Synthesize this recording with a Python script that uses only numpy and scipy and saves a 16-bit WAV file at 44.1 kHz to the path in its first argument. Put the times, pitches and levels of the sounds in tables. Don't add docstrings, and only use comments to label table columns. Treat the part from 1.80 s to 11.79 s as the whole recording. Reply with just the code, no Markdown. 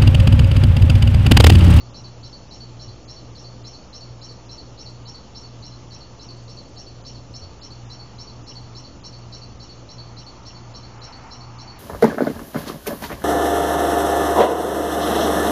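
import sys
import numpy as np
from scipy import signal
from scipy.fft import rfft, irfft, next_fast_len
from scipy.io import wavfile
from scipy.ndimage import uniform_filter1d, map_coordinates

SR = 44100
rng = np.random.default_rng(int(sys.argv[2]) if len(sys.argv) > 2 else 0)


def dump(signal):
    limited = np.clip(np.atleast_2d(signal).T, -1, 1)
    pcm = np.round(limited * 32767).astype(np.int16)
    wavfile.write(sys.argv[1], SR, pcm)


def elevation(decibels):
    levels = np.asarray(decibels, float)
    return 10 ** (levels / 20)


N = 440559
TIME = np.arange(N) / SR

MAINS_HZ = 119.94
TURN_S = 34 / MAINS_HZ
COUNT = 35
FIRST_S, PACE_S = .139, .2837
USUAL = (-44, .092, -47)
CAMERA_SR, FRAME, FRAME_START = 16000, 1024, 21


def unit(x):
    return x / np.sqrt(np.mean(x ** 2) + 1e-20)


def along(points, hz):
    f, v = np.transpose(points)
    return np.interp(np.log(hz + 1), np.log(f + 1), v)


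def filtered(x, response):
    m = next_fast_len(N + SR // 2)
    return irfft(rfft(x, m) * response(np.fft.rfftfreq(m, 1 / SR)), m)[..., :N]


def ringing(hz, width, db):
    def response(f):
        total = 0
        for k, (c, w, g) in enumerate(zip(hz, width, db)):
            total = total + (-1) ** k * elevation(g) * 1j * f * w / (c * c - f * f + 1j * f * w)
        return total
    return response


def wobble(rate):
    return map_coordinates(rng.standard_normal(int(N * rate / SR) + 4), [TIME * rate])


def rush(spectrum, patchy_db):
    z = signal.stft(rng.standard_normal(N + 512), nperseg=512)[2]
    field = uniform_filter1d(rng.standard_normal(z.shape), 5, 0)
    field = uniform_filter1d(field, 12, 1)
    patched = signal.istft(z * elevation(patchy_db * unit(field)), nperseg=512)[1][:N]
    return unit(filtered(patched, lambda hz: elevation(along(spectrum, hz))))


def effort(times, db, rise, hold, fall):
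    out, t = np.zeros(N + SR), np.arange(SR // 4) / SR
    shape = np.clip(t / rise, 0, 1) ** 2 * np.exp(-np.maximum(t - rise - hold, 0) / fall)
    for s, level in zip(times, db):
        out[round(s * SR):][:len(t)] += elevation(level) * shape
    return out[:N]


def teeth(first_s, sharp):
    return unit(np.exp(sharp * np.cos(2 * np.pi * MAINS_HZ * (TIME - first_s))))


def on_beat(usual, odd):
    rows = np.array([(FIRST_S + PACE_S * k, *usual) for k in range(COUNT)])
    rows[np.round((np.transpose(odd)[0] - FIRST_S) / PACE_S).astype(int)] = odd
    return rows


# pitch in Hz, level in dB.
RUMBLE_TONE = [(15, -20.5), (30, -7), (55, -5), (90, -3), (170, -7), (300, -7.5), (500, -28.5), (800, -57)]
TRAFFIC_TONE = [(200, -38.5), (330, -1), (500, 3), (700, -1), (900, -25.5), (1200, -65)]
TYRE_TONE = [(450, -39), (700, -3), (870, 1), (1000, -2), (1200, -3.5), (1400, -7.5), (1600, -28.5),
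             (2200, -63)]
FIELD_TONE = [(900, -39.5), (1500, -2.5), (2300, -4.5), (2800, 1), (3700, -2), (4400, -5.5), (4900, -1),
              (5700, 2.5), (6200, 0), (7100, -3)]
# time in seconds, tyre level in dB, hiss over the tyres in dB.
PASSING = [(0, -54, -16), (1, -56, -11.5), (3.3, -54.5, -11.5), (5.5, -55.5, -11.5), (6.2, -52.5, -11),
           (8, -55, -8.5), (8.6, -51, -8), (9, -50.5, -9.5), (9.3, -48.5, -3.5), (9.47, -47, -6.5),
           (9.6, -49, -8.5), (9.99, -47, -7.5)]


def distance():
    s, *columns = np.transpose(PASSING)
    tyre_db, over_db = [np.interp(TIME, s, c) for c in columns]
    hiss_db = tyre_db + over_db + 1.1 * wobble(2.2)
    traffic = elevation(-53 + 0.96 * wobble(1.5)) * rush(TRAFFIC_TONE, patchy_db=0.86)
    tyres = elevation(tyre_db + 0.07) * rush(TYRE_TONE, patchy_db=1.0)
    field = elevation(-51.0) * rush(FIELD_TONE, patchy_db=1.23)
    hiss_tone = [(900, -31.5), (1200, 3.5), (1500, -1), (2300, -1.0), (3000, -7), (4000, -39.0)]
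    hiss = elevation(hiss_db + 1.0) * rush(hiss_tone, patchy_db=-1.4)
    rumble = elevation(-47.5 + 0.55 * wobble(1.5)) * rush(RUMBLE_TONE, patchy_db=1.24)
    return rumble + traffic + tyres + field + hiss


# start in seconds, level in dB, pitch in Hz.
KNOCKS = [
    (1.072, -34.5, 103),
    (5.621, -32, 88.7),
]


def bumps():
    out = np.zeros(N)
    for s, db, hz in KNOCKS:
        since = np.maximum(TIME - s, 0)
        out += elevation(db - 60 * since / 0.26) * np.sin(2 * np.pi * hz * since)
    return out


# multiple of the motor pitch, peak level in dB.
MOTOR = [(1, -49), (2, -46), (3, -59), (4, -61), (5, -65)]
# pitch in Hz, peak level in dB.
CASING = [(74.53, -55), (356.31, -62), (359.83, -64), (871, -67), (1191, -66)]


def machine():
    motor_hz, lead_s = 59.285, .00208
    sag_at, sag_wide, sag_db, sag_hz = .705, .06, 9.3, 10
    load_at, load_wide, load_hz = .43, .16, 6.2
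    turn = TIME / TURN_S % 1
    sag = np.exp(-((turn - sag_at) / sag_wide) ** 2)
    load = np.exp(-((turn - load_at) / load_wide) ** 2)
    mean_hz = np.sqrt(np.pi) * (sag_hz * sag_wide - load_hz * load_wide)
    level_db = -42.7 + np.cos(2 * np.pi * (turn - .42)) - sag_db * sag
    hum_hz = MAINS_HZ + sag_hz * sag - load_hz * load - mean_hz
    hum = elevation(level_db) * np.cos(2 * np.pi * np.cumsum(hum_hz) / SR)
    motor = sum(elevation(db) * np.cos(2 * np.pi * k * motor_hz * (TIME + lead_s)) for k, db in MOTOR)
    casing = sum(elevation(db) * np.cos(2 * np.pi * hz * TIME) for hz, db in CASING)
    return hum + motor + casing


def tick():
    starts = .182 + TURN_S * np.arange(COUNT)
    tick_db = -61.5 + .5 * starts + 2.5 * rng.standard_normal(COUNT)
    pressure = effort(starts, tick_db + 19, rise=0.0079, hold=0.017, fall=0.0062)
    drive = pressure * teeth(.2025, sharp=0.93)
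    return filtered(drive * rng.standard_normal(N), ringing(hz=[2930, 3150], width=[330, 300], db=[0, -5]))


BUZZ_HZ = [4936, 5197, 5305, 5394, 5427, 5453, 5512, 5564, 5641, 5668, 5757, 5827, 5924, 6050, 6177, 6800,
           5550]
# width in Hz, level in dB.
BUZZ_RING = [(30, -17), (25.2, -8.5), (26.8, -1.5), (13.9, -0.5), (10.8, 0), (14, -9.5), (22, -11),
             (12.3, 2.5), (18.1, -0.5), (20, -7), (12.7, -8), (41.3, -10), (48, -9.5), (40.3, -14),
             (79.6, -24), (680, -27), (466, -18.5)]
# time in seconds, level in dB.
VIGOUR = [(.15, -50), (.43, -54.5), (1.0, -49.5), (1.28, -48), (1.57, -51.5), (1.85, -47), (2.99, -49),
          (3.55, -47.5), (4.69, -52), (4.97, -48), (5.54, -46.5), (6.1, -51), (6.39, -47.5), (7.24, -47.5),
          (7.8, -52.5), (8.94, -49.5), (9.5, -49.5), (9.79, -52)]


def buzz():
    starts = .145 + TURN_S * np.arange(COUNT)
    buzz_db = np.interp(starts, *np.transpose(VIGOUR))
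    since = (TIME - starts[0]) % TURN_S
    tooth_row = rng.standard_normal(round(TURN_S * SR) + 1)[(since * SR).astype(int)]
    climb = np.sin(2 * np.pi * (5220 * since + 4300 * since ** 2)) * np.exp(-since / 0.041)
    scrape = 0.7 * tooth_row + 0.65 * rng.standard_normal(N) + 0.6 * climb
    drive = scrape * teeth(.1545, sharp=1.8)
    swell = effort(starts, buzz_db + 20.5, rise=.012, hold=0.015, fall=.024)
    drag = effort(starts, buzz_db + 13.0, rise=0.03, hold=0.056, fall=.065)
    edge = effort(starts + 0.011, buzz_db + 5.5, rise=.02, hold=0.014, fall=.02) * drive
    rasp = signal.lfilter(*signal.butter(2, [5700, 6450], "band", fs=SR), edge)
    return rasp + filtered((swell + drag) * drive, ringing(BUZZ_HZ, *np.transpose(BUZZ_RING)))


STROKE_HZ = [3959, 4015, 4091, 4131, 4200, 4365, 4443, 4489, 4560, 4060, 4270]
# width in Hz, first stroke in dB, second stroke in dB.
STROKE_RING = [(24.4, -3, -31.5), (26, -4.5, -16.5), (19.9, 0, -10.5), (20.2, -1.5, -7.5),
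               (24.7, -10, -16.5), (17.2, -2.5, -10), (9.74, 6, 3.5), (14.7, -5.5, -3), (151, -14.5, -19),
               (264, -13.5, -25.5), (120, -14.5, -21.5)]


def stroke(pressure, scrape, db, held_db):
    modes = ringing(STROKE_HZ, np.transpose(STROKE_RING)[0], db)
    song = unit(filtered(scrape, modes))
    even = song / np.sqrt(np.abs(uniform_filter1d(song ** 2, size=600)) + 0.036)
    return filtered(pressure * scrape, modes) + elevation(held_db) * pressure * even


# start in seconds, first stroke in dB, wait in seconds,
# second stroke in dB.
CHIRPS = [(0.141, -43.5, 0.1, -46.5), (0.428, -42, 0.1, -45), (0.707, -42.5, 0.099, -45),
          (0.991, -44.5, 0.088, -49), (1.277, -45, 0.086, -48), (1.55, -46.5, .093, -46),
          (2.126, -43, .082, -46), (2.413, -43.5, .074, -45), (2.689, -44, 0.087, -44.5),
          (2.975, -45.5, 0.083, -43.5), (3.254, -44.5, 0.089, -46), (3.547, -43, 0.083, -46),
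          (3.822, -43, 0.097, -52), (4.106, -44.5, 0.1, -49), (4.389, -46, .097, -45.5),
          (4.678, -46.5, .092, -44.5), (4.963, -45, 0.1, -49.5), (5.247, -43.5, 0.1, -49.5),
          (5.536, -44, 0.08, -47), (6.097, -41.5, .096, -46), (6.666, -44.5, .088, -44),
          (7.236, -42.5, 0.094, -48), (7.521, -41, 0.095, -46), (8.087, -43.5, .096, -44),
          (8.365, -43.5, .1, -46), (8.651, -44.5, 0.097, -49.5), (8.939, -43.5, 0.089, -49),
          (9.215, -42.5, 0.11, -47), (9.507, -43.5, .098, -48.5), (9.782, -42.5, 0.095, -45)]


def strokes():
    s1, db1, wait, db2 = on_beat(USUAL, CHIRPS).T
    s2 = s1 + wait
    first_db, second_db = np.transpose(STROKE_RING)[1:]
    scrape = rng.standard_normal((2, N)) * teeth(.147, sharp=0.73)
    first = effort(s1 - .001, db1 + 9, rise=0.0042, hold=0.018, fall=0.029)
    second = effort(s2 - .001, db2 + 12.0, rise=0.0016, hold=0.023, fall=0.022)
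    third = effort(s2 + 0.078, db2 - 5, rise=0.0076, hold=0.015, fall=0.029)
    earlier = effort([.001, .05], [-37, -43], rise=.002, hold=0.0071, fall=0.014)
    restless = elevation(-58 + 2.7 * wobble(11))
    later = second + third + earlier + restless
    return stroke(first, scrape[0], first_db, held_db=-11.5) + stroke(later, scrape[1], second_db, held_db=-11.0)


def scene():
    return (strokes() + buzz() + tick() + machine() + bumps() + distance())[None]


# time in seconds, frames.
RUNS = [(.14, 3), (.99, 0), (1.28, 1), (1.84, 1), (3.0, 2), (3.58, 1), (3.82, 1), (4.39, 11), (6.1, 1),
        (6.38, 1), (6.67, 3), (6.95, 1), (7.24, 3), (7.52, 3), (8.09, 1), (8.65, 1), (8.94, 1), (9.22, 5),
        (9.5, 1), (9.78, 1)]


def short_frames(pip_s):
    s, frames = on_beat([2], RUNS).T
    strokes_s = on_beat(USUAL, CHIRPS)[:, 0]
    s = np.where(np.abs(s - strokes_s) < .02, strokes_s, s)
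    first = np.ceil((s - .005 - pip_s) * CAMERA_SR / FRAME).astype(int)
    runs = [k + np.arange(int(n)) for k, n in zip(first, frames)]
    return pip_s + np.unique(np.concatenate(runs)) * FRAME / CAMERA_SR


# pitch in Hz, step over the local loudness in dB.
COARSE = [(1500, -18), (3000, -4), (3800, -.5), (5000, 0), (7000, 0)]


def rounded(x, size, top_hz, group, starve):
    n, k = np.arange(2 * size)[:, None] + .5, np.arange(size) + .5
    hz = k * CAMERA_SR / size / 2
    basis = np.sqrt(2 / size) * np.sin(np.pi * n / size / 2) * np.cos(np.pi / size * (n + size / 2) * k)
    lead = FRAME + FRAME // 2 + size // 2 if size < FRAME else 2 * FRAME
    tail = 3 * FRAME - (len(x) + lead - FRAME_START) % FRAME
    blocks = np.pad(x, (lead - FRAME_START, tail)).reshape(-1, size)
    bins = np.hstack([blocks[:-1], np.roll(blocks, -1, 0)[:-1]]) @ basis
    per_frame = FRAME // size
    bins = bins[:len(bins) // per_frame * per_frame].reshape(-1, per_frame, size)
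    loudness = np.mean(bins ** 2, 1, keepdims=True) ** .25
    mask = uniform_filter1d(loudness, size=size // 16, axis=2) ** 4
    step = np.sqrt(mask + 1e-14) * elevation(along(COARSE, hz))
    near = np.mean(bins.reshape(*bins.shape[:2], -1, group) ** 2, axis=3).repeat(group, axis=2)
    bins = bins * (near > starve * step ** 2) * (hz < top_hz)
    levels = np.sign(bins) * np.floor(np.abs(bins) / step + .4) * step
    halves = levels.reshape(-1, size) @ basis.T
    out = halves[1:, :size] + halves[:-1, size:]
    return out.ravel()[lead - FRAME_START - size:][:len(x)]


def top_cut(x):
    return signal.sosfilt(signal.butter(12, 9150, fs=SR, output="sos"), x)


# pitch in Hz, level in dB.
EDGE = [(7050, 0.5), (7250, -2.5), (7400, -20.5), (7500, -69.5)]
# pitch in Hz, level in dB.
MIRROR = [(7500, 0), (8250, 0), (8350, -59.5), (8550, -34.5), (8750, -24.5), (9050, -40), (9300, -78.5)]


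def record(dry):
    s = short_frames(pip_s=.0296)
    narrow = filtered(dry[0], lambda hz: elevation(along(EDGE, hz)))
    slow = signal.resample_poly(narrow, up=160, down=441)
    at = np.round(s * CAMERA_SR).astype(int)
    short = np.convolve(np.bincount(at - 448, minlength=len(slow)), np.ones(FRAME), "same")
    short = np.clip(uniform_filter1d(short, size=128), 0, 1)
    quick = rounded(slow, 128, top_hz=7500, group=4, starve=.28)
    calm = rounded(slow, FRAME, top_hz=7280, group=16, starve=1.45)
    slow = short * quick + (1 - short) * calm
    pip_db = -76.5 + 2.5 * rng.standard_normal(len(at))
    pips = np.convolve(np.bincount(at, elevation(pip_db), len(slow)), np.hanning(170) ** 0.45, "same")
    slow += pips * (-1) ** np.arange(len(slow))
    images = rfft(np.kron(slow, [3, 0, 0]))
    images *= elevation(along(MIRROR, np.fft.rfftfreq(3 * len(slow), 1 / CAMERA_SR / 3)))
    fast = signal.resample_poly(irfft(images, 3 * len(slow)), up=147, down=160)[None, :N]
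    mix = fast + .0034
    return top_cut(mix)


dry = scene()
out = record(dry)
dump(out)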